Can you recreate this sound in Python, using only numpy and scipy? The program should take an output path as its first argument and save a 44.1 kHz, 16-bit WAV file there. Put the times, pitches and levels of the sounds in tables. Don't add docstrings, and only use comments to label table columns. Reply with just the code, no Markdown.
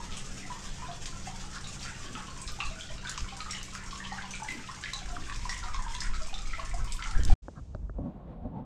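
import sys
import numpy as np
from scipy import signal
from scipy.fft import rfft, irfft, next_fast_len
from scipy.io import wavfile
from scipy.ndimage import map_coordinates

SR = 44100
rng = np.random.default_rng(int(sys.argv[2]) if len(sys.argv) > 2 else 0)


def materialize(psi):
    bounded = np.clip(np.atleast_2d(psi).T, -1, 1)
    quanta = np.round(bounded * 32767).astype(np.int16)
    wavfile.write(sys.argv[1], SR, quanta)


N = 381463
TIME_S = np.arange(N) / SR
TUB_END_S, POOL_START_S = 7.34, 7.42
TOP_HZ = 15700


def amp(db):
    return 10 ** (np.asarray(db) / 20)


def unit(x):
    return x / np.sqrt(np.mean(x ** 2) + 1e-20)


def along(points, hz):
    freqs, values = np.transpose(points)
    return np.interp(np.log(hz + 1), np.log(freqs + 1), values)


def curve(rows):
    return np.interp(TIME_S, *np.transpose(rows))


def swells(rows):
    return sum(amp(db) * np.exp(-((TIME_S - s) / width_s) ** 2) for s, width_s, db in rows)


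def wobble(rate_hz):
    return map_coordinates(rng.standard_normal(4096), [TIME_S * rate_hz], mode="wrap")


def coloured(x, spectrum):
    size = next_fast_len(N + 8192)
    gain = amp(along(spectrum, np.fft.rfftfreq(size, 1 / SR)))
    return unit(irfft(rfft(x, size) * gain, size)[:N])


def noise(spectrum):
    return coloured(rng.standard_normal(N), spectrum)


def bandpass(x, low_hz, high_hz, order=2):
    return signal.sosfilt(signal.butter(order, [low_hz, high_hz], "bandpass", fs=SR, output="sos"), x)


def add(track, s, sound):
    start = max(round(s * SR), 0)
    part = track[start:start + len(sound)]
    part += sound[:len(part)]


def tap(hz, decay_s, order=4):
    t = np.arange(SR // 20) / SR
    burst = rng.standard_normal(len(t)) * np.exp(-t / decay_s)
    tick = bandpass(burst, hz * .45, min(hz * 1.55, SR * .45), order)
    return tick / np.abs(tick).max()


# f/Hz, T60/s
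ALCOVE_T60 = [(300, 0.31), (2000, 0.4), (6000, 0.2), (14000, 0.25)]

def alcove(t60_s, walls_db, tail_db):
    t = np.arange(SR // 3) / SR
    tail = rng.standard_normal(len(t)) * amp(-60 * t / t60_s) * (1 - np.exp(-t / 0.00051))
    path = amp(tail_db) * tail / np.linalg.norm(tail)
    delays_s = rng.uniform(.003, .03, size=8)
    path[(delays_s * SR).astype(int)] += amp(walls_db) * rng.standard_normal(8) / np.sqrt(8)
    path[0] += 1
    return path


# t/s, level/dB
NEARNESS = [(0, -8), (2.4, -5), (3.2, 0), (5.5, 2), (7.34, 2)]

def bubble(s, hz, cycles, sag, snap):
    t = np.arange(SR // 16) / SR
    life_s = cycles / hz * np.exp(.3 * rng.standard_normal())
    pitch_hz = hz * (1 + sag * (np.exp(-t / 0.0054) - .5))
    ring = np.sin(2 * np.pi * np.cumsum(pitch_hz) / SR) * np.exp(-t / life_s) * (1 - np.exp(-t * hz))
    fizz = unit(bandpass(rng.standard_normal(len(t)), hz * .75, min(hz * 1.8, 9500)))
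    burst = fizz * np.exp(-t / 0.0043)
    echo_db = -.35 * np.interp(s, *np.transpose(NEARNESS)) - 0.5 * np.log2(hz / 1000)
    echo = alcove(along(ALCOVE_T60, hz), walls_db=echo_db - 8, tail_db=echo_db + 3.5)
    heard = signal.fftconvolve(ring + snap * burst, echo)
    return heard / np.sqrt(np.mean(heard[:SR // 40] ** 2))


# t/s, f/Hz, level/dB
LOUD_BUBBLES = [(0.001, 964, -46.5), (0.169, 8160, -44), (0.429, 2010, -49.5), (0.501, 1008, -40.5),
                (0.541, 925, -58), (0.821, 1015, -43.5), (0.885, 700, -44.5), (1.059, 6370, -46),
                (1.27, 770, -43.5), (1.643, 3750, -47.5), (1.673, 6900, -48), (1.829, 4580, -47.5),
                (1.85, 1410, -48.5), (2.152, 1275, -46), (2.17, 867, -50.5), (2.283, 1084, -49.5),
                (2.417, 8050, -44.5), (2.588, 836, -47.5), (2.603, 2620, -36.5), (2.603, 1152, -42),
                (2.705, 654, -53), (2.809, 3230, -45.5), (2.9, 639, -52.5), (3.05, 1510, -42.5),
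                (3.072, 3600, -44), (3.319, 796, -49.5), (3.402, 1263, -44), (3.461, 1253, -45.5),
                (3.511, 5500, -40), (3.532, 1920, -45.5), (3.549, 2920, -44), (3.751, 1410, -48.5),
                (3.927, 1103, -44.5), (4.003, 1810, -45.5), (4.05, 3060, -46.5), (4.114, 1900, -45),
                (4.12, 820, -41.5), (4.182, 1555, -46), (4.233, 1026, -48.5), (4.308, 6000, -45),
                (4.337, 2360, -43.5), (4.42, 872, -41.5), (4.433, 5900, -47), (4.486, 2040, -38),
                (4.688, 1050, -44), (4.837, 1720, -42), (4.859, 1990, -42.5), (4.932, 1070, -47),
                (4.935, 3930, -38.5), (5.127, 727, -47.5), (5.299, 1145, -47), (5.345, 4900, -51.5),
                (5.453, 989, -40.5), (5.494, 1920, -41), (5.494, 5470, -40.5), (5.528, 1980, -44),
                (5.629, 1380, -46.5), (5.64, 960, -46.5), (5.684, 1226, -46), (5.745, 1062, -41),
                (5.792, 1006, -46), (5.864, 933, -45.5), (5.948, 1020, -46), (6.005, 5070, -39),
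                (6.019, 1830, -45.5), (6.135, 1320, -44.5), (6.211, 637, -49), (6.329, 786, -48.5),
                (6.341, 3590, -42.5), (6.532, 1354, -44.5), (6.535, 2000, -43), (6.583, 668, -50),
                (6.593, 1097, -41), (6.739, 708, -43.5), (6.992, 1360, -44.5), (7.025, 2060, -43),
                (7.058, 1347, -43.5), (7.135, 1350, -48), (7.151, 1616, -45.5), (7.299, 760, -39.5)]

def plinks(shed_db, shed_octaves, shed_count):
    out = np.zeros(N)
    clusters = rng.uniform(size=(len(LOUD_BUBBLES), shed_count, 2))
    for (s, hz, db), cluster in zip(LOUD_BUBBLES, clusters):
        large = bubble(s, hz, cycles=7.05, sag=0.046, snap=0.13 * np.sqrt(hz / 1000))
        add(out, s, amp(db + 1) * large)
        for lag, rise in cluster:
            small_hz = min(hz * 2 ** (shed_octaves * rise), 8000)
            small = bubble(s, small_hz, cycles=5.6, sag=0.017, snap=0.14)
            add(out, s + .012 + .05 * lag, amp(db + shed_db) * small)
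    return out


def babble(centre_hz, log_spread, level_db, scatter_db, cycles, snap, near_share, count):
    out = np.zeros(N)
    near_gain = amp(near_share * curve(NEARNESS))
    progress = np.cumsum(near_gain * (TIME_S < TUB_END_S))
    for k, (lag, pitch, size) in enumerate(rng.uniform(size=(count, 3))):
        s = np.searchsorted(progress, (k + lag) / count * progress[-1]) / SR
        hz = np.clip(centre_hz * np.exp(log_spread * (2 * pitch - 1)), 600, 8200)
        db = level_db + scatter_db * (2 * size - 1)
        add(out, s, amp(db) * bubble(s, hz, cycles, sag=0.019, snap=snap))
    return out * near_gain


# t/s, level/dB
SPRAY_LEVEL = [(0, -49), (2, -49), (2.8, -52), (5.2, -52), (5.7, -50.5), (6.4, -54.5), (7.34, -58)]
# f/Hz, level/dB
SPRAY_SPECTRUM = [(350, -15.5), (700, -2), (1200, 4), (2000, 3), (3200, 5), (4200, -0.5), (5200, 5),
                  (7000, 5), (8400, 1.5), (9700, -3), (12500, -4.5), (15500, -13)]

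def spray(size_db, clump_db, count):
    hits = rng.integers(0, N, count)
    sizes = amp(size_db * np.minimum(rng.exponential(size=count), 5)) * rng.choice([-1, 1], count)
    clicks = np.bincount(hits, sizes, N) * amp(clump_db * wobble(45))
    out, block = np.zeros(N), SR // 16
    for start in range(0, N, block):
        echo = alcove(t60_s=0.18, walls_db=-9, tail_db=3)
        add(out, start / SR, signal.fftconvolve(clicks[start:start + block], unit(echo)))
    return amp(curve(SPRAY_LEVEL)) * coloured(out, SPRAY_SPECTRUM)


# f/Hz, level/dB
HUM_LINES = [(76, -59.5), (132, -55.5)]
# f/Hz, level/dB
BACKGROUND_SPECTRUM = [(30, 2.5), (110, 6), (250, -2.5), (400, -6.5), (800, -11.5), (2000, -40.5),
                       (8000, -58.5)]

def hum(main_hz, main_db, fade_db_per_s):
    def line(hz, db):
        phase = 2 * np.pi * hz * TIME_S
        return amp(db + 2.3 * wobble(7.6)) * np.sqrt(2) * np.sin(phase + 0.25 * wobble(9))

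    swell_db = 8 * np.exp(-((TIME_S - 4.06) / 0.46) ** 2)
    lines = line(main_hz, main_db + swell_db) + sum(line(hz, db) for hz, db in HUM_LINES)
    background = amp(-49 + 0.25 * wobble(0.37)) * noise(BACKGROUND_SPECTRUM)
    return amp(1 - fade_db_per_s * TIME_S) * (lines + background)


# t/s, level/dB
DRAUGHT_LEVEL = [(0, -41.5), (3, -44.5), (4.7, -47.5), (5.3, -39), (6.1, -31), (7.3, -33.5)]
# f/Hz, level/dB
DRAUGHT_SPECTRUM = [(10, 3), (25, 5.5), (50, -9), (90, -21), (160, -32), (350, -39.5), (1000, -89.5)]
# t/s, half-width/s, level/dB
BUFFETS = [(2.5, 0.044, -33.5), (2.68, 0.036, -32), (2.95, 0.047, -40), (3.23, 0.031, -31),
           (5.35, 0.41, -36.5), (6.82, 0.052, -27), (7.18, 0.035, -22), (7.31, 0.091, -17)]
# f/Hz, level/dB
BUFFET_SPECTRUM = [(6, 10), (15, 5.5), (40, 4), (80, -5), (130, -16), (300, -28.5), (1000, -52.5)]

def handling(flutter_db):
    draught = amp(curve(DRAUGHT_LEVEL) + flutter_db * wobble(8.1)) * noise(DRAUGHT_SPECTRUM)
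    return draught + swells(BUFFETS) * noise(BUFFET_SPECTRUM)


def spatter(level_db, scatter_db, count):
    out = np.zeros(N)
    for when, size, pitch in rng.uniform(size=(count, 3)):
        hz = 2500 * 4 ** pitch
        echo = alcove(along(ALCOVE_T60, hz), walls_db=-8, tail_db=0)
        click = signal.fftconvolve(tap(hz, decay_s=0.00039), echo)
        add(out, when * TUB_END_S, amp(level_db + scatter_db * size ** 2) * click)
    return out * amp(curve(NEARNESS))


# t/s, level/dB, f/Hz
FLURRIES = [(.125, -51, 3060), (.195, -48.5, 2930), (1.549, -46, 4300), (1.565, -44, 1260),
            (1.875, -45.5, 1670), (2.215, -46, 1320), (3.11, -47.5, 1450), (3.79, -48.5, 1540),
            (4.201, -46.5, 1450), (4.355, -47, 6700), (5.674, -44.5, 1550), (6.045, -43, 1660),
            (6.936, -46, 10600), (7.07, -48.5, 6200)]

def flurries(half_width_s, width_octaves, size_db, count):
    out, t = np.zeros(N), np.arange(SR // 5) / SR
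    crest_s = t[-1] / 2
    envelope = np.exp(-((t - crest_s) / half_width_s) ** 2)
    for s, db, hz in FLURRIES:
        sizes = amp(size_db * rng.exponential(size=count)) * rng.choice([-1, 1], count)
        drops = np.bincount(rng.integers(0, len(t), count), sizes, len(t))
        edges_hz = np.minimum(hz * 2 ** (width_octaves * np.array([-.5, .5])), TOP_HZ)
        patter = unit(bandpass(drops, *edges_hz)) * envelope
        echo = alcove(along(ALCOVE_T60, hz), walls_db=-6, tail_db=-2)
        add(out, s - crest_s, amp(db) * signal.fftconvolve(patter, echo / np.linalg.norm(echo)))
    return out


# t/s, half-width/s, level/dB
SHUFFLES = [(.42, 0.1, -52.5), (2.11, 0.094, -49), (4.56, 0.069, -47.5), (5.18, 0.12, -51)]
# f/Hz, level/dB
SHUFFLE_SPECTRUM = [(120, -56), (240, 0.5), (320, -5), (450, -17), (1200, -32)]

def shuffles():
    return swells(SHUFFLES) * noise(SHUFFLE_SPECTRUM)


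# t/s, level/dB, f/Hz
SPLATS = [(1.057, -28, 3960), (2.152, -28, 2150), (2.477, -26, 4530), (3.095, -22.5, 6750),
          (3.177, -26, 4360), (3.373, -35, 6700), (3.405, -28, 2900), (3.509, -27.5, 6500),
          (3.751, -31.5, 2500), (3.909, -33.5, 4000), (4.838, -25.5, 3330), (4.934, -26, 5050),
          (5.297, -26, 2420), (5.744, -30, 4260), (5.95, -26, 5470), (6.922, -26.5, 5870),
          (7.024, -26.5, 2960), (7.279, -34, 4200)]

def splats():
    out = np.zeros(N)
    for s, db, hz in SPLATS:
        echo = alcove(along(ALCOVE_T60, hz), walls_db=-6, tail_db=0)
        add(out, s, amp(db) * signal.fftconvolve(tap(hz, decay_s=0.0016), echo))
    return out


# t/s, level/dB
CRACKS = [(2.417, -30), (2.519, -30.5), (3.096, -28), (3.509, -29.5), (3.63, -25.5), (3.751, -27),
          (4.489, -29), (4.521, -28.5), (5.494, -38), (5.949, -41), (6.845, -29)]

def cracks(hz, decay_s):
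    out = np.zeros(N)
    for s, db in CRACKS:
        impact = tap(hz, decay_s)
        echo = alcove(along(ALCOVE_T60, hz), walls_db=-11, tail_db=1.5)
        add(out, s, amp(db) * signal.fftconvolve(impact, echo))
    return out


# t/s, level/dB, f/Hz
PLOPS = [(2.601, -36, 2600), (3.176, -32.5, 1170), (3.75, -34, 1477), (4.185, -33, 1580),
         (5.164, -32, 1380)]

def plops(sag, rise_s):
    out, t = np.zeros(N), np.arange(SR // 30) / SR
    envelope = (t / rise_s * np.exp(1 - t / rise_s)) ** 2
    for s, db, hz in PLOPS:
        pitch_hz = hz * (1 + sag * (np.exp(-t / rise_s) - 1 / np.e))
        add(out, s, amp(db) * np.sin(2 * np.pi * np.cumsum(pitch_hz) / SR) * envelope)
    return out


# t/s, level/dB, f/Hz
TICKS = [(4.936, -25, 9100), (7.235, -25, 6760), (7.251, -17.5, 9000), (7.748, -50.5, 3620)]

def ticks():
    out = np.zeros(N)
    for s, db, hz in TICKS:
        add(out, s, amp(db) * tap(hz, decay_s=0.0006))
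    return out


# t/s, tick level/dB, tick f/Hz, thud re tick/dB
KNOCKS = [(7.19, -38.5, 460, 10), (7.304, -47, 910, 22), (7.482, -35, 1050, -4), (7.748, -36.5, 1000, 12),
          (7.895, -40.5, 950, 11), (7.984, -36.5, 586, 5)]

def knocks(thud_hz, case_hz):
    out, t = np.zeros(N), np.arange(SR // 20) / SR
    thud = np.sin(2 * np.pi * thud_hz * t) * np.exp(-t / 0.011) * (1 - np.exp(-t / 0.0018))
    for s, db, hz, thud_db in KNOCKS:
        tick = tap(hz, decay_s=0.0013, order=6)
        case = 1.4 * tap(case_hz, decay_s=0.0059)
        add(out, s, amp(db) * (tick + case + amp(thud_db) * thud))
    return out


# t/s, half-width/s, level/dB
PUFFS = [(7.62, 0.021, -40.5), (7.8, 0.16, -42.5), (8.02, 0.041, -34.5), (8.44, 0.04, -38.5)]
# f/Hz, level/dB
BREEZE_SPECTRUM = [(10, -29.5), (30, -8), (50, 1.5), (90, -11.5), (160, -25), (400, -40), (1500, -81)]

def breeze(steady_db):
    return (amp(steady_db) + swells(PUFFS)) * noise(BREEZE_SPECTRUM)


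def hiss(level_db, hold_s, fade_db_per_s):
    gain = amp(level_db - fade_db_per_s * np.maximum(TIME_S - POOL_START_S - hold_s, 0))
    return gain * noise([(1000, -3), (4200, -4.5), (6500, -0.5), (8400, -6), (10000, -10), (15000, -17)])


# f/Hz, level/dB
RESONANCES = [(510, -17.5), (590, -16), (738, -16.5), (872, -25), (1080, -25.5)]

def hollow(width_hz, waver_db=3.5):
    out = np.zeros(N)
    for hz, db in RESONANCES:
        gain = amp(db + waver_db * wobble(9))
        out += gain * unit(bandpass(rng.standard_normal(N), hz - width_hz / 2, hz + width_hz / 2))
    return out


# f/Hz, level/dB
RUSTLE_SPECTRUM = [(60, -23), (110, -3.5), (155, 5.5), (260, -4.5), (350, -10), (900, -17), (1500, -30),
                   (2200, -37.5), (3800, -42.5), (6000, -61), (10000, -60)]

def rustle(stir, calm_db, stirred_db, gust_db):
    gusts = amp(gust_db * wobble(22)) * noise(RUSTLE_SPECTRUM)
    return (amp(calm_db) + amp(stirred_db) * stir) * (gusts + stir * hollow(width_hz=70))


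# t/s, half-width/s, level/dB
BRUSHES = [(7.58, 0.017, -53.5)]

def brush():
    return swells(BRUSHES) * noise([(700, -17), (1200, 8), (1700, -3), (2300, -48), (6000, -55)])


# t/s, half-width/s, level/dB
BUMPS = [(7.585, 0.018, -44.5), (8.005, 0.026, -38), (8.07, 0.034, -36), (8.463, 0.011, -37),
         (8.54, 0.15, -44), (8.585, 0.027, -42)]
# f/Hz, level/dB
BUMP_SPECTRUM = [(60, -19), (140, 5.5), (260, 3), (370, -20), (1100, -30), (3000, -68.5)]

def bumps():
    return swells(BUMPS) * (noise(BUMP_SPECTRUM) + amp(-2.5) * hollow(width_hz=71))


def whisper():
    return noise([(11000, -44), (12500, -1), (13200, -44)])


def faint_tone(s, half_width_s, level_db, hz):
    return swells([(s, half_width_s, level_db)]) * np.sin(2 * np.pi * hz * TIME_S + wobble(110))


def tub():
    glugs = babble(centre_hz=1028, log_spread=0.363, level_db=-55, scatter_db=4,
                   cycles=8.6, snap=0.16, near_share=.3, count=100)
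    gurgle = babble(centre_hz=1621, log_spread=0.46, level_db=-57.5, scatter_db=6.5,
                    cycles=5.9, snap=0.27, near_share=.4, count=270)
    tinkle = babble(centre_hz=4384, log_spread=0.562, level_db=-52.5, scatter_db=4,
                    cycles=4, snap=0.35, near_share=.2, count=170)
    water = glugs + gurgle + tinkle
    water += spray(size_db=3, clump_db=2.5, count=24000) + splats()
    water += spatter(level_db=-42, scatter_db=7, count=110)
    water += flurries(half_width_s=0.03, width_octaves=0.67, size_db=4, count=160)
    water += cracks(hz=10400, decay_s=0.00051)
    water += plinks(shed_db=-13, shed_octaves=0.908, shed_count=2)
    water += plops(sag=0.66, rise_s=0.0039)
    drone = hum(main_hz=191.2, main_db=-55.5, fade_db_per_s=1)
    return water + drone + shuffles() + handling(flutter_db=1.5)


def poolside():
    stir = np.clip((TIME_S - 7.92) / 0.19, 0, 1)
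    out = breeze(steady_db=-50)
    out += rustle(stir, calm_db=-55.5, stirred_db=-53.5, gust_db=2.5) + bumps() + brush()
    out += faint_tone(s=8.575, half_width_s=0.043, level_db=-46.5, hz=880)
    out += hiss(level_db=-68.5, hold_s=0.16, fade_db_per_s=35.5)
    return out + stir * amp(-82.5) * whisper()


def scene():
    tub_gate = np.clip((TUB_END_S - TIME_S) / .002, 0, 1)
    pool_gate = np.clip((TIME_S - POOL_START_S) / .01, 0, 1)
    places = tub_gate * tub() + pool_gate * poolside()
    return (places + knocks(thud_hz=84, case_hz=400) + ticks())[None]


# f/Hz, level/dB
MIC_RESPONSE = [(7500, 0.5), (8500, -2), (9700, -9.5), (11000, -13), (15500, -23)]

def record(dry):
    size = next_fast_len(N + 8192)
    hz = np.fft.rfftfreq(size, 1 / SR)
    gain = amp(along(MIC_RESPONSE, hz)) * (hz < TOP_HZ)
    return irfft(rfft(dry, size) * gain, size)[..., :N]


dry = scene()
out = record(dry)
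materialize(out)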